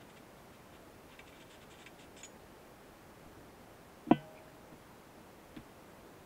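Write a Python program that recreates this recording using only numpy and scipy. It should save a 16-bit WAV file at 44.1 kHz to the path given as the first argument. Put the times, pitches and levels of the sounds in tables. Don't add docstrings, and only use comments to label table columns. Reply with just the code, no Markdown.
import sys
import numpy as np
from scipy import signal
from scipy.fft import rfft, irfft, next_fast_len
from scipy.io import wavfile
from scipy.ndimage import map_coordinates

SR = 44100
rng = np.random.default_rng(int(sys.argv[2]) if len(sys.argv) > 2 else 0)


def generate_wav(sig):
    pcm = np.round(np.clip(np.atleast_2d(sig).T, -1, 1) * 32767).astype(np.int16)
    wavfile.write(sys.argv[1], SR, pcm)


N = 276020

# frequency in Hz, level in dB, t60 in seconds.
DRIFT_MODES = [(1582, -6.5, .045), (1880, -11, .045), (2130, -13, .04), (2305, -3, .08), (2480, -7, .035),
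               (2600, -3, .045), (2800, -9, .035), (3080, -11, .05), (3250, -8, .04), (3480, -13, .04),
               (3700, -12, .04), (4940, -15, .05), (5200, -17, .04), (6100, -16, .05), (6610, -19, .05),
               (7100, -18, .05), (7490, -13, .045), (7770, -15, .05), (8100, -17, .05), (8570, -17, .05)]
MOUTH_S = 2.14


def amp(db):
    return 10 ** (np.asarray(db) / 20)


def unit(x):
    return x / np.sqrt(np.mean(x ** 2) + 1e-20)


def along(points, hz):
    point_hz, values = np.transpose(points)
    return np.interp(np.log(hz + 1), np.log(point_hz + 1), values)


def add(track, start_s, sound):
    part = track[max(round(start_s * SR), 0):][:len(sound)]
    part += sound[:len(part)]


def filtered(x, response):
    size = next_fast_len(len(x) + SR // 4)
    hz = np.fft.rfftfreq(size, 1 / SR)
    return irfft(rfft(x, size) * response(hz), size)[:len(x)]


def softened(x, cut_hz):
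    return signal.sosfilt(signal.butter(4, min(cut_hz, SR / 3), fs=SR, output="sos"), x)


def burst(t60):
    return rng.standard_normal(SR) * amp(-60 * np.arange(SR) / SR / t60)


def ring(modes, tilt_db, scatter_db, rise_cycles):
    t = np.arange(SR) / SR
    hz, db, t60 = np.transpose(modes)[:, :, None]
    db = db + tilt_db * np.log2(hz / np.median(hz)) + scatter_db * rng.standard_normal(hz.shape)
    rise = 1 - np.exp(-t * hz / rise_cycles)
    swings = amp(db - 60 * t / t60) * rise * np.sin(2 * np.pi * hz * t)
    return (-1) ** np.arange(len(modes)) @ swings


def room_tone(level_db=-56, wander_db=-0.07):
    # frequency in Hz, relative density in dB.
    spectrum = [(12, -36), (20, -7), (38, -3.5), (70, -2), (98, -2), (196, -0.5), (306, -0.5), (452, -2),
                (491, -3), (534, -2.5), (881, -6), (2210, -15.5), (2540, -17), (3750, -22), (5500, -24.3),
                (9000, -26.4), (15500, -27.5)]
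    wander = map_coordinates(rng.standard_normal(32), [np.arange(N) * 3 / SR], mode="mirror")
    rush = filtered(rng.standard_normal(N), lambda hz: amp(along(spectrum, hz)))
    return amp(level_db + wander_db * wander) * unit(rush)


def slips(length_s, grain_db, catch_db, catches_per_s=164):
    t = np.arange(SR // 2) / SR
    catches = map_coordinates(rng.standard_normal(256), [t * catches_per_s], mode="mirror")
    noise = rng.standard_normal(len(t))
    roughness = amp(grain_db * rng.standard_normal(len(t)) + catch_db * catches)
    return unit(noise * roughness) * np.sin(np.pi * np.minimum(t / length_s, 1))


def rubbed(friction, ringing):
    return signal.fftconvolve(friction, ringing / np.linalg.norm(ringing))[:len(friction)]


def chatter(friction, tilt_db, ring_db, hiss_db):
    # frequency in Hz, relative density in dB.
    spectrum = [(700, -30), (1550, -4), (3650, 0), (4200, -12), (5250, -13), (6100, -16), (6900, -10.5),
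                (8100, -10), (10000, -29), (15000, -60)]
    ringing = ring(DRIFT_MODES, tilt_db, scatter_db=1.5, rise_cycles=.8)
    hiss = filtered(friction, lambda hz: amp(along(spectrum, hz) + tilt_db * np.log2(hz / 3500 + 0.37)))
    return amp(ring_db) * rubbed(friction, ringing) + amp(hiss_db) * hiss


def drift_scrapes(rim_db=-7):
    # middle and length in seconds, level in dB, tilt in dB per octave.
    twists = [(0.008, 0.032, -58.5, -2.5), (0.106, 0.03, -59, 0.5), (0.173, 0.035, -57, -3),
              (.385, .05, -65, -4), (0.546, .06, -64, 0), (.75, .06, -62, -5), (1.125, 0.087, -59, -5),
              (1.285, 0.059, -57.5, -2), (1.333, 0.041, -59, -7), (1.37, 0.059, -60, -2),
              (1.418, 0.051, -57.5, -1.5), (1.47, .04, -65.5, -4), (1.517, 0.049, -59.5, 2.5),
              (1.547, 0.062, -59.5, 0.5), (1.627, 0.055, -57.5, -2.5), (1.719, 0.042, -58, 3),
              (1.749, 0.035, -57.5, -6), (1.81, 0.079, -57.5, 1), (2.008, 0.06, -60, 3),
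              (2.038, 0.06, -59.5, -1), (2.171, 0.027, -57, -8), (2.184, 0.035, -57.5, 6.5),
              (2.206, 0.034, -58.5, 4.5), (2.25, .028, -56, 7)]
    # frequency in Hz, relative level in dB, t60 in seconds.
    rim_modes = [(3600, -3, .015), (5180, 1, .02), (5380, 2, .025), (5930, -2, .02), (7480, -2, .035),
                 (8010, -3, .035), (8600, -6, .03)]
    out = np.zeros(N)
    for middle_s, length_s, db, tilt_db in twists:
        friction = slips(length_s, grain_db=3.5, catch_db=1.5)
        rasp = chatter(friction, tilt_db, ring_db=-11, hiss_db=8)
        if middle_s > MOUTH_S:
            rim = ring(rim_modes, tilt_db=0, scatter_db=1, rise_cycles=2)
            rasp += amp(rim_db) * rubbed(friction, rim)
        add(out, middle_s - length_s / 2, amp(db) * rasp)
    return out


def drift_taps(bore_cut_hz=3000, free_cut_hz=13000):
    # start in seconds, level in dB, tilt in dB per octave,
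    # tip ring in dB relative to that level.
    contacts = [(1.1906, -47.3, -4.5, -38), (1.8615, -47, -2.5, -30), (1.8675, -54, -2, -30),
                (2.2319, -49.5, -.5, 5), (2.2465, -56, 4, -6)]
    # frequency in Hz, level in dB, t60 in seconds.
    tip_modes = [(3432, -5, .075), (6848, 1, .15), (7490, -17, .08)]
    out = np.zeros(N)
    for start_s, db, tilt_db, tip_db in contacts:
        cut_hz = bore_cut_hz if start_s < MOUTH_S else free_cut_hz
        blow = softened(ring(DRIFT_MODES, tilt_db, scatter_db=1, rise_cycles=1.5), cut_hz)
        tip = amp(tip_db) * ring(tip_modes, tilt_db=0, scatter_db=1, rise_cycles=3)
        rattle = chatter(burst(t60=0.075), tilt_db, ring_db=-7, hiss_db=7)
        add(out, start_s, amp(db) * (blow + tip + rattle))
    return out


def floor_bumps(rise_s=0.0061):
    # start in seconds, level in dB, cut-off in Hz, t60 in seconds.
    thuds = [(2.7, -56, 330, 0.32), (3.245, -51, 352, 0.32), (3.36, -54.5, 350, .7),
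             (4.109, -44, 120, 0.14), (4.721, -52, 260, 0.17), (5.573, -47.5, 120, 0.16)]
    out, t = np.zeros(N), np.arange(SR) / SR
    for start_s, db, cut_hz, t60 in thuds:
        rumble = unit(softened(rng.standard_normal(SR), cut_hz))
        envelope = amp(db - 60 * t / t60) * (1 - np.exp(-t / rise_s))
        add(out, start_s, rumble * envelope)
    return out


def bucket_knocks(soft_cut_hz=346, hard_cut_hz=3250, fringe_db=-17):
    # frequency in Hz, level in dB, t60 in seconds.
    plate_modes = [(146, -31.5, .29), (192, -26, .12), (230, -17, .09), (312, -7.2, .044), (494, -40, .186),
                   (570, -13.6, .023), (626, -49.8, 1.33), (695, -17, .052), (800, -24, .03),
                   (807, -52.5, .82), (971, -24.5, .054), (1085, -31, .042), (1405, -36, .034),
                   (1520, -44.5, .33), (1840, -37, .03), (2003, -47, .28), (2285, -57, .25),
                   (2400, -34, .033), (2431, -51.7, .27), (2563, -51, .22), (2702, -42, .17),
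                   (2834, -49, .11), (2982, -45.5, .3), (3117, -53.4, .2), (3221, -44.3, .21),
                   (627.25, -49.8, 1.33), (808.7, -52.5, .82)]
    # start in seconds, then the levels of plates, crunch and tick in dB.
    blows = [(4.068, -24.5, -73, -65), (4.081, -24, -58, -65), (4.1108, 0, -41, -38),
             (4.718, -34, -59, -56), (5.5648, -24.5, -55, -33.5), (5.5724, -42, -57, -35),
             (5.5775, -35, -62, -43)]
    # frequency in Hz, relative density in dB.
    tick_spectrum = [(250, -25), (580, 1), (1150, -4), (1550, 2), (2300, 3), (2650, -4), (3500, -4),
                     (4000, -12), (4600, -28), (15000, -50)]
    out = np.zeros(N)
    grit_band = signal.butter(8, [400, 3400], "band", fs=SR, output="sos")
    for start_s, db, crunch_db, tick_db in blows:
        cut_hz = soft_cut_hz + (hard_cut_hz - soft_cut_hz) * amp(db) ** 2
        plates = softened(ring(plate_modes, tilt_db=0, scatter_db=.3, rise_cycles=.6), cut_hz)
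        grit = signal.sosfilt(grit_band, burst(t60=0.15))
        fringe = amp(fringe_db) * softened(burst(t60=.13), cut_hz=8000)
        tick = filtered(burst(t60=0.014), lambda hz: amp(along(tick_spectrum, hz)))
        add(out, start_s, amp(db) * plates + amp(crunch_db) * (grit + fringe) + amp(tick_db) * tick)
    return out


def bucket_drags(width_hz=250):
    # middle and length in seconds, level in dB, band centre in Hz.
    strokes = [(4.381, .07, -64, 2370), (4.488, 0.037, -65, 1730)]
    out = np.zeros(N)
    band_gain = np.sqrt(SR / 2 / width_hz)
    for middle_s, length_s, db, centre_hz in strokes:
        friction = slips(length_s, grain_db=3, catch_db=-2)
        rasp = filtered(friction, lambda hz: np.exp(-((hz - centre_hz) / width_hz) ** 2))
        add(out, middle_s - length_s / 2, amp(db) * band_gain * rasp)
    return out


def workshop_reverb(x, delay_s=0.011):
    # frequency in Hz, t60 in seconds.
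    decay_times = [(150, 0.17), (1000, 0.11), (8000, 0.23)]
    hz, t, noise = signal.stft(rng.standard_normal(SR // 2), SR, nperseg=256)
    decay = amp(-60 * t / along(decay_times, hz)[:, None])
    tail = signal.istft(noise * decay, SR, nperseg=256)[1]
    delayed = np.pad(x, (round(delay_s * SR), 0))
    return signal.fftconvolve(delayed, tail / np.linalg.norm(tail))[:N]


def scene():
    heavy = bucket_knocks() + floor_bumps()
    light = drift_taps() + drift_scrapes() + bucket_drags()
    reverb = workshop_reverb(amp(-25) * heavy + amp(-16) * light)
    return (heavy + light + reverb + room_tone())[None]


def record(dry, top_hz=15750):
    return filtered(dry[0], lambda hz: hz < top_hz)[None]


dry = scene()
out = record(dry)
generate_wav(out)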